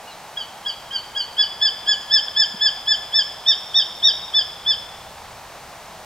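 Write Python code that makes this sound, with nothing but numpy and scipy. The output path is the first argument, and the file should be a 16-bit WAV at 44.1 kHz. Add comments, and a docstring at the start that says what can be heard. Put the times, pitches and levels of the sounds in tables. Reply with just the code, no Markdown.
"""Far traffic hums throughout, under the hiss of two closely spaced microphones.
From the start a small hawk in a tree calls eighteen short arched notes, soft at first, then loud:
each is four harmonics filtered by the throat, and branches and grove reflect it.
Near 1.8 s the bird faces the listener and its call brightens. A tick (2.3 s) and a low bump (2.5 s)
sound close by. By 3.7 s the beak points aside again; the last note comes at 4.7 s and dies away."""
import sys
import numpy as np
from scipy import signal
from scipy.fft import rfft, irfft, next_fast_len
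from scipy.io import wavfile

SR = 44100
rng = np.random.default_rng(int(sys.argv[2]) if len(sys.argv) > 2 else 0)


def pcm_store(signal):
    """Save signal as 16-bit PCM."""
    levels = np.round(np.clip(np.atleast_2d(signal), -1, 1) * 32767)
    wavfile.write(sys.argv[1], SR, levels.astype(np.int16).T)


N = 267069

# the bird turns its head: (time [s], facing [0 beak aside .. 1 beak toward the listener])
FACING = [(1.55, 0), (1.8, 0.99), (3.15, 0.63), (3.7, 0.052)]


def gain_of(db):
    """Amplitude ratio of a level in decibels."""
    return 10 ** (np.asarray(db) / 20)


def add(mix, start_s, sound):
    """Superposition: a sound adds to the mix from start_s on."""
    part = mix[max(round(start_s * SR), 0):][:len(sound)]
    part += sound[:len(part)]


def resonance(hz, centre_hz, width_hz):
    """Lorentzian power response of one resonance, 1 at its centre."""
    return 1 / (1 + (2 * (hz - centre_hz) / width_hz) ** 2)


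def coloured_noise(spectrum):
    """Spectral shaping: white noise filtered by a curve over log frequency, then scaled to rms 1."""
    size = next_fast_len(N)
    hz = np.fft.rfftfreq(size, 1 / SR)
    point_hz, point_db = np.transpose(spectrum)
    shape = gain_of(np.interp(np.log(hz + 1), np.log(point_hz + 1), point_db))
    noise = irfft(rfft(rng.standard_normal(size)) * shape, size)[:N]
    return noise / np.sqrt(np.mean(noise ** 2) + 1e-20)


def wander(size, rate):
    """Random modulation: low-passed noise of rms 1 that changes about rate times a second."""
    window = signal.windows.hann(int(2 * SR / rate) + 3)
    white = rng.standard_normal(size + len(window) - 1)
    return signal.fftconvolve(white, window / np.linalg.norm(window), "valid")


def traffic(tyre_db=-40, swell_db=-0.08, rumble_trim_db=-2):
    """Amplitude-modulated noise: far tyres barely swell, over a low rumble that comes and goes."""
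    # tyre noise and rumble: (frequency [Hz], relative spectral density [dB])
    tyre_spectrum = [(20, -17), (60, -12), (200, -7.5), (280, -12.5), (450, -7.5), (620, -2.5), (800, 1),
                     (1000, -2), (1300, -6), (2000, -10), (3200, -13.5), (5000, -15.5), (8000, -20.5),
                     (16000, -39)]
    rumble_spectrum = [(10, -25), (30, 0.5), (60, 2), (110, 1), (180, -8), (280, -30), (800, -70)]
    # envelope of the rumble: (time [s], level before the trim [dB])
    rumble_envelope = [(0.2, -66.5), (1.37, -55), (2.56, -61.5), (2.69, -53.5), (3.75, -62.5), (4.78, -50),
                       (6.05, -52.5)]
    tyres = gain_of(tyre_db + swell_db * wander(N, 9.5)) * coloured_noise(tyre_spectrum)
    rumble_db = np.interp(np.arange(N) / SR, *np.transpose(rumble_envelope)) + rumble_trim_db
    return tyres + gain_of(rumble_db) * coloured_noise(rumble_spectrum)


def knocks():
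    """Gaussian tone pulses: a few cycles each, heard as a sharp tick and a soft low bump."""
    # small knocks nearby: (time [s], frequency [Hz], envelope peak [dB], 1/e half-width [s])
    pulses = [(2.2846, 3380, -15.5, .0015), (2.286, 1560, -35, .004), (2.547, 200, -30.5, .006)]
    t = np.arange(-SR // 40, SR // 40) / SR
    sound = np.zeros(N)
    for centre_s, hz, db, width_s in pulses:
        envelope = gain_of(db) * np.exp(-(t / width_s) ** 2)
        add(sound, centre_s + t[0], envelope * np.sin(2 * np.pi * hz * t))
    return sound


def grove(voice, near_t60=0.058, build_up_s=0.0068, stereo_spread=0.29, trunks_per_s=1500):
    """Reverberation: twigs close by scatter a short wash; the many trunks return a long tail."""
    # response of the trees: (frequency [Hz], reverberation time of the tail [s], gain [dB])
    bands = [(1700, 0.95, 6.5), (3380, 0.94, 3), (5590, 0.92, 3.5), (6880, 0.61, 15)]
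    band_hz, t60, band_db = np.transpose(bands)
    t = np.arange(SR + SR // 2) / SR
    stereo = (2, len(t))
    onset = 1 - np.exp(-t / build_up_s)
    trunks = onset * np.sign(rng.standard_normal(stereo)) * (rng.random(stereo) < trunks_per_s / SR)
    twigs = onset * rng.standard_normal(stereo) * 1000 ** (-t / near_t60)
    # balance the energy of tail and wash ahead of the band gains
    trunks *= gain_of(-15.5) / np.linalg.norm(trunks * 1000 ** (-t / t60.mean()), axis=1, keepdims=True)
    twigs *= gain_of(-18) / np.linalg.norm(twigs[0])
    hz, frame_s, (far, near) = signal.stft(np.array([trunks, twigs]), SR, nperseg=256)
    decay = 1000 ** (-frame_s / np.interp(hz, band_hz, t60)[:, None])
    colour = gain_of(np.interp(hz, band_hz, band_db))[:, None]
    impulse_response = signal.istft((far * decay + near) * colour, SR, nperseg=256)[1]
    mid, side = signal.fftconvolve(voice[None], impulse_response, axes=1)[:, :N]
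    return np.array([mid + stereo_spread * side, mid - stereo_spread * side])


def branches(voice, front_db=-8.5):
    """Interference: early echoes beat against the gliding pitch, most when the beak points aside."""
    # echoes from the trunk and nearest branches: (delay [s], gain with the beak aside [dB])
    reflections = [(0.0145, -24), (0.019, -40.5), (.029, -12), (0.045, -22.5)]
    facing = np.interp(np.arange(N) / SR, *np.transpose(FACING))
    incident = voice * gain_of(front_db * facing)
    echoes = np.zeros(N)
    for delay_s, db in reflections:
        add(echoes, delay_s, gain_of(db) * incident)
    return echoes


def hawk_note(top_s, top_hz, rise_s, fall_s, effort_db, jitter=0.0011, flutter_db=0.7, grain_db=3.5):
    """Source and filter: the harmonics of an arching pitch glide through fixed peaks and notches."""
    # harmonics 1 to 4: (base level from the side [dB], gain from the front [dB],
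    # growth with effort [dB/dB], growth with pressure [dB/dB])
    harmonics = [(-30.5, 9, 0.78, 3), (-12.5, 0, .5, 1.32), (-18.5, 2.5, 1.48, 3), (-51.5, 13.5, 0.5, 5)]
    # dips in the second harmonic: (centre [Hz], width [Hz], side depth [dB], front depth [dB])
    notches = [(3234, 114, 17, 6.5), (3545, 125, 3.5, 9.5)]
    t = np.arange(-1.15 * rise_s, 1.15 * fall_s, 1 / SR)
    u = t / np.where(t < 0, rise_s, fall_s)  # -1 start of the rise, 0 pitch top, 1 end of the fall
    arch = np.where(u < 0, abs(u) ** 2.5, (np.sin(1.35 * u) / np.sin(1.35)) ** 2)  # flattens at the foot
    sag_hz = max(199.2, top_hz - 1552.5)  # the highest notes sink further, to a common foot
    hz = (top_hz - sag_hz * arch) * (1 + jitter * wander(SR // 4, 610)[:len(t)])
    cycles = np.cumsum(hz) / SR
    facing = np.interp(top_s, *np.transpose(FACING))
    weak = 1 / (1 + np.exp((top_hz - 1688) / 8.7))  # notes topping out above 1688 Hz are in full voice
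    # the air pressure swells, holds and lets go, with a slight flutter
    pressure_db = np.where(u < 0, -13 * abs(u) ** 2.92, -4 * abs(u) ** 2.37)
    pressure_db += flutter_db * wander(SR // 4, 170)[:len(t)]
    # the throat resonance favours the fundamental
    first_db = 10 * np.log10(resonance(hz, centre_hz=1684, width_hz=62.4))
    # the second harmonic breaks into pulses at the notches and fades below a cut-off
    dips_db = sum((side + facing * (front - side)) * resonance(2 * hz, centre, width)
                  for centre, width, side, front in notches)
    cutoff_hz, weak_fade_db = 3112, 5.5
    cutoff_loss_db = 10 * np.log10(1 + (cutoff_hz / (2 * hz)) ** 60)
    second_db = -dips_db - weak * weak_fade_db * abs(u) - cutoff_loss_db
    # the third lags on the rise, in weak notes blooming only on the way down, and dies early
    lag_side_db, lag_front_db, lag_weak_db, release_db = 6.5, 1, 20.5, 29
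    lag_db = lag_side_db + facing * (lag_front_db - lag_side_db) + weak * lag_weak_db
    third_db = lag_db * np.minimum(u - 0.5, 0) - release_db * np.maximum(u - 0.75, 0)
    # the beak resonance favours the faint, grainy fourth
    fourth_db = 10 * np.log10(resonance(4 * hz, centre_hz=6780, width_hz=430))
    fourth_db += grain_db * wander(SR // 4, 510)[:len(t)]
    sound = np.zeros(len(t))
    for k, colour_db in enumerate([first_db, second_db, third_db, fourth_db], 1):
        side_db, front_db, per_effort, per_pressure = harmonics[k - 1]
        db = side_db + facing * front_db + per_effort * effort_db + per_pressure * pressure_db + colour_db
        sound += np.sqrt(2) * gain_of(db) * np.cos(2 * np.pi * k * cycles)
    return top_s + t[0], sound * signal.windows.tukey(len(t), 0.14)


def hawk():
    """Direct sound: the run of notes as it arrives ahead of any reflection."""
    # the call: (time of the pitch top [s], top pitch [Hz], rise [s], fall [s], effort [dB])
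    notes = [(0.08, 1448, .013, 0.073, -18), (0.378, 1656, 0.017, 0.065, -10.4),
             (0.671, 1663, 0.024, .051, -4), (0.936, 1629, .033, 0.059, -4.5),
             (1.172, 1654, .026, 0.065, -2.5), (1.402, 1701, 0.035, 0.049, 1.2),
             (1.642, 1746, 0.036, 0.051, .8), (1.903, 1714, .041, 0.047, -2.5),
             (2.144, 1768, 0.044, .053, 2), (2.401, 1762, 0.049, 0.048, 0.5),
             (2.646, 1752, 0.048, 0.047, 0.7), (2.903, 1754, .039, .050, -1.1),
             (3.168, 1777, 0.044, .055, 0), (3.492, 1824, 0.036, .047, 0.3),
             (3.7706, 1830, 0.034, .056, 0.1), (4.0586, 1859, 0.037, 0.053, 2.5),
             (4.367, 1769, .037, 0.053, 0), (4.696, 1771, 0.043, .045, -0.3)]
    voice = np.zeros(N)
    for row in notes:
        add(voice, *hawk_note(*row))
    return voice


def scene(right_delay_s=2.1e-5):
    """Path difference: bird, echoes and background sum, and reach the right microphone slightly later."""
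    voice = hawk()
    left, right = voice + branches(voice) + grove(voice) + knocks() + traffic()
    size = next_fast_len(N)
    phase_lag = np.exp(-2j * np.pi * np.fft.rfftfreq(size, 1 / SR) * right_delay_s)
    return np.array([left, irfft(rfft(right, size) * phase_lag, size)[:N]])


def record(dry, hiss_db=-49.5, band_limit_hz=15850):
    """Uncorrelated self-noise: each microphone adds its own hiss; a low-pass then limits the band."""
    # microphone hiss: (frequency [Hz], relative spectral density [dB])
    hiss_spectrum = [(20, -2.5), (200, -8), (800, -4), (1500, -6), (4000, -3.5), (8000, -7), (12000, -7.5),
                     (16000, -9)]
    hiss = gain_of(hiss_db) * np.array([coloured_noise(hiss_spectrum) for _ in range(2)])
    low_pass = signal.firwin(511, band_limit_hz, window=("kaiser", 9), fs=SR)
    return signal.oaconvolve(dry + hiss, low_pass[None], "same")


dry = scene()
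out = record(dry)
pcm_store(out)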